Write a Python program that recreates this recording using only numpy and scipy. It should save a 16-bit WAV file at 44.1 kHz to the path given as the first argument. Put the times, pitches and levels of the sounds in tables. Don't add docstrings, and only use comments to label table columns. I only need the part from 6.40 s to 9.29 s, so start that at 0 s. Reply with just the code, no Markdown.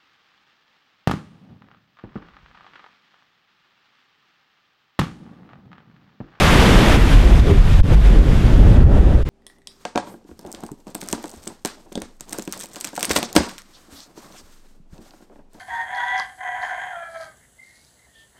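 import sys
import numpy as np
from scipy import signal
from scipy.fft import rfft, irfft, next_fast_len
from scipy.io import wavfile
from scipy.ndimage import uniform_filter1d, minimum_filter1d, map_coordinates

SR = 44100
rng = np.random.default_rng(int(sys.argv[2]) if len(sys.argv) > 2 else 0)


def waveform_to_disk(signal):
    frames = np.transpose(np.atleast_2d(signal))
    scaled = np.clip(frames, -1, 1) * 32767
    samples = np.round(scaled).astype(np.int16)
    wavfile.write(sys.argv[1], SR, samples)


def field_ratio(decibels):
    return 10 ** (np.asarray(decibels, dtype=float) / 20)


N = 127449

# (time [s], rumble level [dB], flutter level before ducking [dB])
WIND_LEVELS = [(0, -11, -21), (.25, -12, -12.5), (.48, -11.5, -16.5), (.7, -8, -19.5), (1, -6, -20),
               (1.1, -10, -14.5), (1.19, -3, -24), (1.23, -13, -25), (1.38, -5, -27), (1.53, -6.5, -18),
               (1.62, -10, -28), (1.8, -13.5, -18.5), (1.96, -11.5, -22.5), (2.07, -5.5, -19.5),
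               (2.35, -3, -18), (2.52, -6.5, -16), (2.79, -9.5, -21), (2.85, -15, -30)]
# (time [s], gain dip [dB], signed thump peak [full scale], thump pitch [Hz])
HARD_GUSTS = [(.202, -1, -.6, 55.6), (.37, 0.5, .75, 40.8), (0.548, -1, -.6, 55.6), (.634, 2, -.7, 44),
              (0.754, 3.5, -.75, 41), (0.802, 0, -.6, 39.4), (0.868, 0.5, .7, 52), (0.932, 1, .85, 45.5),
              (1.012, 7, .85, 55.7), (1.123, 4.5, .6, 92), (1.201, 4, .8, 37.4), (1.353, 2, .75, 39.4),
              (1.399, 0, -.85, 87.4), (1.523, -1.5, .5, 95), (1.558, 8, .9, 46.2), (1.597, 0, 0.73, 44.6),
              (1.652, -2.5, .75, 45), (1.684, 3, -.7, 49.7), (1.72, 0, 0.7, 41), (1.775, 1.5, -.8, 40),
              (1.802, 2.5, -.7, 52), (2.059, -0.5, .8, 50.6), (2.149, 2, .8, 39.4), (2.219, 1, -.75, 50),
              (2.261, -1, .7, 95), (2.383, 3, 1, 72), (2.443, 7, -.85, 66), (2.6, 3.5, -.85, 61),
              (2.656, 0.5, .7, 44.7), (2.758, 3, .7, 50.3)]
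# (time fully mute [s], held pressure [full scale], gain dip afterwards [dB])
OVERLOADS = [
    (1.414, .97, 9),
    (2.836, .3, 0),
]


def unit(x):
    return x / np.sqrt(np.mean(x ** 2) + 1e-20)


def curves(rows):
    s, *columns = np.transpose(rows)
    return [np.interp(np.arange(N) / SR, s, column) for column in columns]


def wobble(rate_hz):
    knots = rng.standard_normal(int(N * rate_hz / SR) + 4)
    return map_coordinates(knots, [np.arange(N) * rate_hz / SR])


def smooth_step(u):
    return np.sin(np.pi / 2 * np.clip(u, 0, 1)) ** 2


def coloured(x, points):
    size = next_fast_len(N + 8192)
    f, db = np.transpose(points)
    log_hz = np.log(np.fft.rfftfreq(size, 1 / SR) + 1)
    gain = field_ratio(np.interp(log_hz, np.log(f + 1), db, right=-120))
    return unit(irfft(rfft(x, size) * gain, size)[:N])


def patchy(patchy_db, size):
    z = signal.stft(rng.standard_normal(N + 1024), nperseg=1024)[2]
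    field = uniform_filter1d(rng.standard_normal(z.shape), size, 0)
    field = uniform_filter1d(field, size=5, axis=1)
    return unit(signal.istft(z * field_ratio(patchy_db * unit(field)), nperseg=1024)[1][:N])


def ceiling(x, hold_s):
    top, knee = .97, 8
    size = int(hold_s * SR)
    need = 1 / (1 + np.abs(x / top) ** knee) ** (1 / knee)
    return x * uniform_filter1d(minimum_filter1d(need, size), size)


def ducking_db():
    duck_s, recover_s = 0.013, 0.083
    t = np.arange(N) / SR
    dips = [(s, dip_db) for s, dip_db, *_ in HARD_GUSTS]
    dips += [(s, dip_db) for s, _, dip_db in OVERLOADS]
    total_db = np.zeros(N)
    for s, dip_db in dips:
        drop = smooth_step((t - s) / duck_s + 1)
        recovery = np.exp(-(np.clip(t - s, 0, None) / recover_s) ** 2)
        total_db += dip_db * drop * recovery
    return -total_db


def foam():
    pops_per_s, centre_hz = 4000, 2600
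    draw = rng.random((int(pops_per_s * N / SR), 4))
    t = np.arange(96) / SR
    hz = np.clip(centre_hz * np.exp(2.22 * (draw[:, 1:2] - .5)), 300, 14000)
    loudness = field_ratio(-2 * np.log(draw[:, 2:3] + 1e-4))
    pops = loudness * np.sin(2 * np.pi * hz * t) * np.exp(-hz * t / 3.2)
    at = (draw[:, :1] * N).astype(int) + np.arange(96)
    return unit(np.diff(np.bincount(at.ravel(), pops.ravel(), N + 97))[:N])


def surf():
    # (time [s], level [dB])
    surf_levels = [(0, -15.5), (.36, -18), (.545, -18.5), (.575, -25), (.75, -21.5), (.86, -27), (1, -26.5),
                   (1.1, -26), (1.16, -28), (1.38, -29), (1.55, -28.5), (1.75, -32), (1.95, -31),
                   (2.2, -32.5), (2.37, -35.5), (2.48, -38), (2.57, -35.5), (2.89, -39)]
    # (frequency [Hz], density [dB per Hz])
    roar_colour = [(100, -14), (400, 0), (800, -0.5), (1500, -2.5), (3500, -7.5), (4100, -13),
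                   (12000, -26.5), (15500, -36.5)]
    bubbles = field_ratio(-12.5) * foam()
    level_db, = curves(surf_levels)
    level_db = level_db + 0.22 * wobble(11.65)
    return field_ratio(level_db) * coloured(patchy(0.62, size=12) + bubbles, roar_colour)


def moan():
    centre_s, length_s, level_db = 1.105, 0.059, -20
    swell = np.exp(-((np.arange(N) / SR - centre_s) / length_s) ** 2)
    hz = 390 * (1 + 0.082 * wobble(35))
    return field_ratio(level_db + 2.6 * wobble(59.7)) * swell * np.sin(2 * np.pi * np.cumsum(hz) / SR)


def flutter():
    # (frequency [Hz], density [dB per Hz])
    flutter_colour = [(60, -7), (150, 0.5), (300, -4.5), (600, -14), (1000, -25.5), (2000, -32)]
    _, flutter_db = curves(WIND_LEVELS)
    eddies = unit(field_ratio(0.68 * wobble(21.8)) * coloured(patchy(0.92, size=4), flutter_colour))
    return field_ratio(flutter_db + 1.5) * eddies


def buffet():
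    # (frequency [Hz], density [dB per Hz])
    rumble_colour = [(8, -50), (14, 4.5), (30, 1), (60, -1.5), (105, -4.5), (200, -15.5), (400, -73)]
    thump_cycles = 0.93
    rumble_db, _ = curves(WIND_LEVELS)
    rumble = unit(field_ratio(1.86 * wobble(13)) * coloured(patchy(1.3, size=1), rumble_colour))
    t = np.arange(N) / SR
    thumps = np.zeros(N)
    for s, _, peak, hz in HARD_GUSTS:
        swell = np.exp(-((t - s) * hz / thump_cycles) ** 2)
        thumps += peak * np.cos(2 * np.pi * hz * (t - s)) * swell
    return ceiling(field_ratio(rumble_db - 4) * rumble + thumps, hold_s=0.004)


def scene():
    ducked = field_ratio(ducking_db()) * (surf() + flutter())
    return (ducked + buffet() + moan())[None]


def band_limit(x):
    return signal.sosfilt(signal.butter(12, 15690, fs=SR, output="sos"), x)


def record(dry):
    close_s, shut_s, open_s, sag_s = 0.011, 0.0073, 0.023, 0.0055
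    t = np.arange(N) / SR
    x = ceiling(dry, hold_s=0.0031)
    for s, held, _ in OVERLOADS:
        closed = smooth_step((t - s) / close_s + 1)
        reopened = smooth_step((t - s - shut_s) / open_s)
        sag = np.exp(-(np.clip(t - s, 0, None) / sag_s) ** 2)
        x = x * (1 - closed + reopened) + held * closed * sag
    return band_limit(x)


dry = scene()
out = record(dry)
waveform_to_disk(out)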